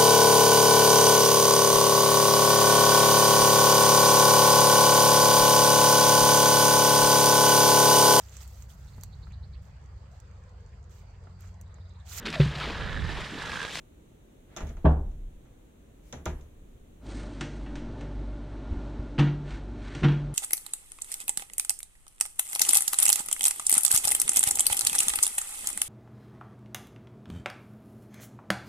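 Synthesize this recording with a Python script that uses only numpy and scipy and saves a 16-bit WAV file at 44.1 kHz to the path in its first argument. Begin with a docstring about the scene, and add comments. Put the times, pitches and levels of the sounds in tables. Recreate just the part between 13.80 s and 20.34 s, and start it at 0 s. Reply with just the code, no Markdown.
"""Claws snap out of the carpet of a cat tree in a quiet sunroom; then the cat thuds onto a shelf,
exciting the tower's modes and rocking it on its base. The scene changes to a kitchen with a mains hum,
where a cat scuffs and picks at a wooden cabinet door. Twice the door falls back on its frame,
and the impact sets its panel booming."""
import sys
import numpy as np
from scipy import signal
from scipy.fft import rfft, irfft, next_fast_len
from scipy.io import wavfile

SR = 44100
rng = np.random.default_rng(int(sys.argv[2]) if len(sys.argv) > 2 else 0)


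def wav_out(sig):
    """Save sig, one row per channel (or a flat mono array), as 16-bit PCM at SR to the path in sys.argv[1]."""
    wavfile.write(sys.argv[1], SR, np.round(np.clip(np.atleast_2d(sig).T, -1, 1) * 32767).astype(np.int16))


N = 288414
TIME = np.arange(N) / SR
EVENT_TIME = TIME[:32768]  # seconds within one short sound

# Each row: start in seconds, ring level in dB, ring tilt in dB per octave, thud level in dB,
# thud cutoff in Hz.
LANDINGS = [(.822, -34, -1.5, -35, 280), (0.847, -39.5, -1.5, -36, 201), (1.043, -33, 2.5, -18, 450),
            (1.05, -12, .5, -17, 2780), (2.338, -41, -1, -35, 320), (2.468, -29, -4, -39, 420),
            (2.529, -55, -6, -60, 151)]
# Each row: mode frequency in Hz, level in dB, decay time (T60) in seconds.
TOWER_MODES = [(71.3, 2.5, .5), (82.4, -33, .3), (154.8, -3.5, 0.33), (233.5, -10, 0.26),
               (279.6, -17, 0.31), (391, -27, 0.42), (513, -29, 0.22), (573, -17.5, 0.21),
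               (639, -7.5, 0.13), (664, -34, 0.26), (714, -29, 0.37), (764, -23.5, 0.22), (874, -15, 0.18),
               (922, -34.5, 0.36), (1030, -31, 0.24), (1133, -24, 0.25), (1480, -35, 0.17)]
# A body on carpeted wood. Each row: frequency in Hz, level in dB.
THUD_SPECTRUM = [(30, -13), (110, 0.5), (220, -0.5), (450, -7), (850, -7), (1150, -16.5), (1650, -20),
                 (2100, -34), (3300, -29.5), (4600, -44.5), (15000, -46)]
# Reverberation. Each row: frequency in Hz, T60 in seconds.
SUNROOM_T60 = [(100, 0.42), (400, 0.43), (1400, 0.36), (3000, 0.24), (7000, 0.21), (14000, 1)]
# Stereo spread of a contact. Each row: frequency in Hz, side minus mid in dB.
HIT_WIDTH = [(60, -31), (200, -17.5), (380, -10.5), (700, -1.5), (1300, -5.5), (4000, 2.5), (15000, -3.5)]
def landings():
    """Impact excitation: the cat's soft weight gives a dull thud and rings the tower's modes."""
    out = np.zeros((2, N))
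    for s, ring_db, tilt_db, thud_db, cutoff_hz in LANDINGS:
        thud = burst(THUD_SPECTRUM, SUNROOM_T60, contact_s=.012, room_db=-6, rise_s=.0051,
                     width=HIT_WIDTH)
        tower = ring(TOWER_MODES, rise_s=.0047, tilt_db=tilt_db)
        add(out, s, amp(ring_db) * tower + amp(thud_db) * soften(thud, cutoff_hz))
    return out

# Each row: start in seconds, boom level in dB, boom tilt in dB per octave, clack level in dB,
# clack cutoff in Hz.
DOOR_KNOCKS = [(5.3797, -39, 3, -28.5, 2500), (5.385, -27, 1, -25, 5030), (5.3922, -16, 1, -21.5, 5560),
               (5.474, -52, 3.5, -37, 3480), (6.224, -26.5, -1.5, -36.5, 1490),
               (6.2314, -43.5, 6.5, -26.5, 4100), (6.2369, -16, -3, -26.5, 2510),
               (6.2433, -23, 2, -23.5, 4270), (6.283, -47, 6, -30.5, 4000), (6.317, -59, 1, -35, 3930)]
# Each row: mode frequency in Hz, level in dB, T60 in seconds.
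DOOR_MODES = [(123.6, -24.5, 0.14), (142, -12.5, 0.8), (144.8, -1.5, 0.8), (182, -12, 0.5),
              (222.1, -13, 0.35), (292, -7.5, 0.37), (340.3, -8, 0.34), (468, -19.5, 0.34),
              (585, -31, 0.38), (769, -17, 0.14), (952, -28, 0.35), (1120, -24.5, 0.14),
              (1250, -31.5, 0.37), (1345, -35, 0.22), (1472, -31, 0.23), (1616, -29.5, 0.43),
              (1740, -33, 0.19), (1834, -30, 0.29), (1928, -33.5, 0.46), (2250, -42, 0.41),
              (2300, -37.5, 0.23), (2370, -36.5, 0.2), (2666, -27, 0.14), (2860, -39.5, 0.42),
              (2920, -32, 0.16), (2954, -35.5, 0.084), (3300, -37.5, 0.41), (5640, -53, .22)]
# Door against frame. Each row: frequency in Hz, level in dB.
CLACK_SPECTRUM = [(25, 0), (80, 2), (200, 17.5), (330, 6.5), (550, -4.5), (850, -1.5), (1500, -2),
                  (2000, -5), (2900, -1), (4000, -7), (5200, -17), (7000, -17.5), (9000, -18)]
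# Reverberation. Each row: frequency in Hz, T60 in seconds.
KITCHEN_T60 = [(100, 0.25), (400, 0.6), (1500, 0.41), (3000, 0.37), (6000, 0.45), (9000, .28)]
def door_knocks():
    """Free vibration of a plate: the door chatters on its frame, and its panel booms after each blow."""
    out = np.zeros((2, N))
    for s, boom_db, tilt_db, clack_db, cutoff_hz in DOOR_KNOCKS:
        clack = burst(CLACK_SPECTRUM, KITCHEN_T60, contact_s=.0078, room_db=-9.5, rise_s=.0013)
        boom = ring(DOOR_MODES, rise_s=.00093, tilt_db=tilt_db)
        add(out, s, amp(boom_db) * boom + amp(clack_db) * soften(clack, cutoff_hz))
    return out

# Each row: start in seconds, then the levels of tick, snap, knock and shelf ring in dB.
CLAW_SNAPS = [(0.764, -61, -44, -39.5, -45), (.770, -50, -41.5, -37, -47), (0.805, -70, -52, -41.5, -41.5),
              (0.87, -66, -57, -52, -70), (0.891, -68, -57.5, -51, -72), (.968, -78, -65.5, -53, -54.5),
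              (1.315, -82, -70, -64.5, -71.5), (1.652, -84, -75, -62, -72), (2.326, -62, -43, -39, -60),
              (2.456, -40, -39.5, -32, -48), (2.461, -58, -65, -53, -32), (2.61, -74, -61.5, -73, -76)]
# The carpet's snap and the board's knock. Each row: frequency in Hz, level in dB.
SNAP_SPECTRUM = [(500, -26.5), (2000, -8), (3500, 4), (4900, -15), (5700, 4.5), (6600, 8), (7600, -2.5),
                 (9000, -35), (10500, -11), (15500, -33)]
BOARD_SPECTRUM = [(40, -7), (180, -0.5), (350, -1), (520, -4), (680, -4), (1080, -10), (1400, -10),
                  (2000, -12), (3500, -19.5), (6000, -35), (15000, -55.5)]
# Each row: mode frequency in Hz, level in dB, T60 in seconds.
SHELF_MODES = [(354, -2, 0.23), (392, -8, 0.22), (643, -1.5, 0.14), (805, -11, 0.18), (900, -3, 0.099),
               (955, -8.5, 0.18), (1220, -1, 0.065), (1362, 4.5, 0.04), (1430, -18, 0.17),
               (1674, -20.5, 0.29), (2350, -16, 0.12)]
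def claw_snaps(tick_s=.0015):
    """Sudden release of tension: a claw lets go of a fibre, and the board beneath knocks and rings."""
    out = np.zeros((2, N))
    shelf = ring(SHELF_MODES, rise_s=.001)
    for s, tick_db, snap_db, knock_db, ring_db in CLAW_SNAPS:
        snap = burst(SNAP_SPECTRUM, SUNROOM_T60, contact_s=.0029, room_db=-10, rise_s=.00019,
                     width=HIT_WIDTH)
        knock = burst(BOARD_SPECTRUM, SUNROOM_T60, contact_s=.01, room_db=-6.5, rise_s=.0053,
                      width=HIT_WIDTH)
        tick = np.diff(rng.standard_normal(len(EVENT_TIME) + 1)) * np.exp(-EVENT_TIME / tick_s)
        release = amp(tick_db) * tick + amp(snap_db) * snap
        add(out, s, release + amp(knock_db) * knock + amp(ring_db) * shelf)
    return out

# Each row: start in seconds, click level in dB, ring level in dB, ring tilt in dB per octave.
DOOR_PICKS = [(3.397, -50, -58, 5.5), (3.609, -32.5, -38, 4.5), (3.860, -63, -49, 5),
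              (3.955, -41.5, -51, 4.5), (4.209, -49, -40.5, 2), (5.706, -50, -54.5, 5.5),
              (6.149, -40, -36.5, 0)]
# A claw on wood. Each row: frequency in Hz, level in dB.
CLICK_SPECTRUM = [(200, 9), (800, 0), (1600, 2), (3000, 3), (4500, -4.5), (6000, -7), (9000, -11.5)]
def door_picks():
    """A brief, hard contact is broadband: claws click on the door's edge and reach its upper modes."""
    out = np.zeros((2, N))
    for s, click_db, ring_db, tilt_db in DOOR_PICKS:
        click = burst(CLICK_SPECTRUM, KITCHEN_T60, contact_s=.0054, room_db=-9, rise_s=.00031)
        panel = ring(DOOR_MODES, rise_s=.0015, tilt_db=tilt_db)
        add(out, s, amp(ring_db) * panel + amp(click_db) * click)
    return out

# Each row: start in seconds, level in dB, pitch in Hz.
PAW_STEPS = [(4.911, -17.5, 77.4), (4.924, -15, 57.7), (4.97, -20, 66), (5.194, -19.5, 69)]
def paw_steps(t60_s=.048):
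    """Strong damping: each padded step on the counter is a low tone that dies within a few cycles."""
    out = np.zeros((2, N))
    for s, db, hz in PAW_STEPS:
        add(out, s, ring([(hz, db, t60_s)], rise_s=.0021))
    return out

# Shifts of the cat's weight. Each row: start in seconds, level in dB, T60 in seconds.
SHOVES = [(.80, -35, 1.7), (1.06, -25, 1.37), (2.49, -31, 0.48), (2.74, -47, 3.1)]
# The tower's low sway. Each row: frequency in Hz, level in dB.
SWAY_SPECTRUM = [(12, -14.5), (27, -4.5), (36, -1), (55, -16), (75, -16.5), (130, -24.5), (400, -42),
                 (1500, -100)]
def rocking(rise_s=.04):
    """Incoherent addition: the sway builds and decays after each shove, and the shoves sum in power."""
    power = 0
    for s, db, t60 in SHOVES:
        age = np.maximum(TIME - s, 0)
        envelope = amp(db - 60 * age / t60) * (1 - np.exp(-age / rise_s))
        power = power + envelope ** 2
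    return noise(SWAY_SPECTRUM, N) * np.sqrt(power)

# Each row: peak time, rise and fall in seconds, level in dB, tilt in dB per octave.
SCUFFS = [(3.30, 0.056, 0.19, -48.5, 7), (3.409, 0.049, .2, -52, -3.5), (3.581, 0.084, 0.35, -58, 4.5),
          (3.929, 0.073, 0.25, -45.5, -4.5), (4.21, .04, 0.041, -60, 1), (4.82, 0.16, 0.18, -55.5, -3),
          (5.71, 0.042, 0.079, -49, 0.5), (6.11, 0.12, 0.28, -51.5, 0.5), (6.179, 0.03, 0.093, -55.5, 4)]
# Fur and pads on wood. Each row: frequency in Hz, level in dB.
RUB_SPECTRUM = [(200, 7.5), (700, 5), (1500, 6.5), (3000, 1.5), (4300, -1.5), (5200, -10), (9000, -15.5)]
def scuffs(grain_db=.5, grain_samples=64, catch_db=1.76):
    """Stick-slip friction: many tiny slips of uneven size swell and fade under each stroke."""
    out = np.zeros((2, N))
    size = len(EVENT_TIME)
    from_peak = EVENT_TIME - EVENT_TIME[-1] / 2
    for s, rise, fall, db, tilt_db in SCUFFS:
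        slips = rng.standard_normal(size)
        grain = np.repeat(rng.standard_normal(size), grain_samples)[:size]
        catch = unit(soften(rng.standard_normal(size), hz=45))  # the paw catches and lets go
        rub = colour(slips * amp(grain_db * grain + catch_db * catch), RUB_SPECTRUM, tilt_db)
        add(out, s + from_peak[0], amp(db) * stroke(from_peak, rise, fall) * rub)
    return out

# Each row: peak time in seconds, fur level in dB, board level in dB.
BRUSHES = [(0.746, -80, -60.5), (.88, -69.5, -60), (1.09, -70, -61), (2.29, -69.5, -71), (2.6, -78, -66.5)]
# Fur on carpet. Each row: frequency in Hz, level in dB.
FUR_SPECTRUM = [(600, -9.5), (2000, 3.5), (3500, -3), (6500, 3), (11000, -2), (15500, -2)]
# Stereo spread of fur and room air. Each row: frequency in Hz, side minus mid in dB.
AIR_WIDTH = [(60, -27.5), (200, -8.5), (380, -3.5), (700, 1.5), (15000, -0.5)]
def brushing():
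    """Friction noise: fur hisses on the carpet as the body turns, and the board beneath murmurs."""
    fur, board = noise(FUR_SPECTRUM, N, AIR_WIDTH), noise(BOARD_SPECTRUM, N, HIT_WIDTH)
    return sum((amp(fur_db) * fur + amp(board_db) * board) * stroke(TIME - s, rise_s=.054, fall_s=.061)
               for s, fur_db, board_db in BRUSHES)

# Each row: frequency of a spectral line in Hz, relative level in dB.
HUM_LINES = [(49.9, -2), (99.8, -12.5), (120, -15), (143.5, -21), (236.5, -18), (287, -17)]
def mains_hum(level_db=-37.5, lowest_waver=.21, upper_waver=.8):
    """Amplitude and phase modulation: an appliance's hum wavers, most of all in its upper lines."""
    lines = []
    for k, (hz, db) in enumerate(HUM_LINES):
        wander = (upper_waver if k else lowest_waver) * (drift(3.8) + 1j * drift(5)) / 2
        carrier = np.exp(2j * np.pi * (hz * TIME + rng.random()))
        lines.append(amp(db) * unit(((1 + wander) * carrier).real))
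    return amp(level_db) * (lines[0] * hum_swell() + sum(lines[1:]))

def hum_swell(start_s=4.32, length_s=.27, edge_s=.04, height_db=4):
    """A trapezoidal envelope: the level rises once, holds and falls back."""
    age = TIME - start_s
    return amp(height_db * np.clip(np.minimum(age, length_s - age) / edge_s, 0, 1))

# The kitchen's low rush and rumble. Each row: frequency in Hz, level in dB.
RUSH_SPECTRUM = [(76, -28.5), (130, -2.5), (192, -6), (235, -3), (289, 0), (400, -7.5), (509, -16),
                 (587, -7.5), (676, -17), (900, -18.5), (1150, -22), (2070, -31.5), (4050, -33.5),
                 (5000, -41.5), (9000, -49)]
RUMBLE_SPECTRUM = [(18, -18.5), (40, 7.5), (65, 4.5), (90, -10.5), (120, -6), (170, -3.5), (400, -50)]
# Each row: peak time in seconds, gain in dB.
RUSH_SWELLS = [(3.3, 2.5), (4.15, 2.5), (5.05, 3)]
def rush_and_rumble(rush_db=-45.5, rumble_db=-47):
    """Slow amplitude modulation: a low rushing noise swells gently three times over a steady rumble."""
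    swell_db = sum(db * stroke(TIME - s, rise_s=.24, fall_s=.24) for s, db in RUSH_SWELLS)
    rush = amp(rush_db + swell_db) * noise(RUSH_SPECTRUM, N)
    return rush + amp(rumble_db) * noise(RUMBLE_SPECTRUM, N)

# Each row: centre frequency in Hz, bandwidth in Hz, gain in dB.
KITCHEN_RESONANCES = [(230.3, 6.3, 6), (723, 7.3, 6.5), (873, 26, 6.5), (1414, 37, 7.5), (1512, 42, 5.5),
                      (1767, 45, 5.5), (1978, 40, 4.5), (2150, 16, 8), (2270, 20, 3.5), (2680, 30, 0),
                      (3470, 44, -1), (5640, 83, 2), (6000, 460, 3), (7870, 88, 1)]
def kitchen_resonance(x):
    """Room resonance: the kitchen's hard surfaces colour the sound in narrow, ringing bands."""
    return x + sum((amp(db) - 1) * signal.lfilter(*signal.iirpeak(hz, hz / width, fs=SR), x)
                   for hz, width, db in KITCHEN_RESONANCES)

# Each row: frequency in Hz, level in dB.
AIR_SPECTRUM = [(12, -30), (30, -3.5), (50, -1), (74, -8.5), (213, -14), (290, -14), (491, -21),
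                (800, -32.5), (1380, -37.5), (3800, -41.5), (5000, -54), (6400, -42), (11500, -48.5),
                (15500, -48.5)]
def sunroom_air(level_db=-55):
    """Stationary ambient noise: the sunroom's quiet air, strongest in the bass."""
    return amp(level_db) * noise(AIR_SPECTRUM, N, AIR_WIDTH)

def ring(modes, rise_s, tilt_db=0):
    """Modal superposition: damped sines add; a harder contact tilts them towards the upper modes."""
    lowest_hz = modes[0][0]
    waves = 0
    for hz, db, t60 in modes:
        decay = amp(db + tilt_db * np.log2(hz / lowest_hz) - 60 * EVENT_TIME / t60)
        waves = waves + decay * np.sin(2 * np.pi * hz * EVENT_TIME)
    return (1 - np.exp(-EVENT_TIME / rise_s)) * waves

def burst(spectrum, room_t60, contact_s, room_db, rise_s, width=None):
    """Dense modes merge into noise: a short direct crack, then reverberation dying band by band."""
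    size = len(EVENT_TIME)
    hz, t, bands = signal.stft(noise(spectrum, size, width), SR, nperseg=256)
    decay = amp(-60 * t / at_hz(room_t60, hz)[:, None])
    tail = signal.istft(bands * decay, SR, nperseg=256)[1][:, :size]
    attack = 1 - np.exp(-EVENT_TIME / rise_s)
    return tail * (np.exp(-EVENT_TIME / contact_s) + amp(room_db)) * attack

def noise(spectrum, size, width=None):
    """Mid-side stereo: coloured noise; a width adds a side signal that makes the channels differ."""
    count = next_fast_len(size)
    mid = colour(rng.standard_normal(count), spectrum)
    if width is None:
        return np.array([mid, mid])[:, :size]
    side = rfft(colour(rng.standard_normal(count), spectrum))
    side = irfft(side * amp(at_hz(width, np.fft.rfftfreq(count, 1 / SR))), count)
    return np.array([mid + side, mid - side])[:, :size]

def colour(x, spectrum, tilt_db=0):
    """Spectral shaping, tilted in dB per octave about 3 kHz, at rms 1."""
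    hz = np.fft.rfftfreq(len(x), 1 / SR)
    gain = amp(at_hz(spectrum, hz) + tilt_db * np.log2((hz + 1) / 3000))
    return unit(irfft(rfft(x) * gain, len(x)))

def stroke(t, rise_s, fall_s):
    """A Gaussian envelope that swells to 1 at t = 0 and fades again."""
    return np.exp(-(t / np.where(t < 0, rise_s, fall_s)) ** 2)

def drift(max_hz):
    """Slow sines of random phase sum to a chance fluctuation of rms 1."""
    rates = max_hz * rng.uniform(.1, 1, 20)
    return unit(sum(np.sin(2 * np.pi * (hz * TIME + rng.random())) / np.sqrt(hz) for hz in rates))

def soften(x, hz):
    """Low-pass filtering: a softer contact lasts longer and excites less treble."""
    return signal.lfilter(*signal.butter(2, min(hz, SR / 2 - 1), fs=SR), x)

def low_pass(x, hz):
    """A windowed sinc sets a steep band limit."""
    return signal.oaconvolve(x, signal.firwin(401, hz, window=("kaiser", 9), fs=SR)[None], "same")

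def add(mix, s, sound):
    """Superposition: mixes a sound in at s seconds."""
    part = mix[:, round(s * SR):][:, :sound.shape[-1]]
    part += sound[..., :part.shape[1]]

def at_hz(points, hz):
    """Interpolation on a log-frequency axis."""
    f, value = np.transpose(points)
    return np.interp(np.log(hz + 1), np.log(f + 1), value)

def unit(x):
    """Normalisation to rms 1."""
    return x / np.sqrt(np.mean(x ** 2) + 1e-20)

def amp(db):
    """Decibels to amplitude ratio."""
    return 10 ** (np.asarray(db) / 20)

def scene(change_s=3.194, fade_s=.11):
    """An equal-power crossfade leads from the wide sunroom to the duller, mono kitchen."""
    sunroom = rocking() + brushing() + landings() + claw_snaps() + sunroom_air()
    kitchen = door_knocks() + door_picks() + paw_steps() + scuffs() + mains_hum() + rush_and_rumble()
    kitchen = low_pass(kitchen_resonance(kitchen), hz=9250)
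    fade = np.clip((TIME - change_s) / fade_s, 0, 1)
    return sunroom * np.sqrt(1 - fade ** 2) + kitchen * fade

def record(dry):
    """Band limiting removes the highest treble."""
    return low_pass(dry, hz=15900)

dry = scene()
out = record(dry)
wav_out(out)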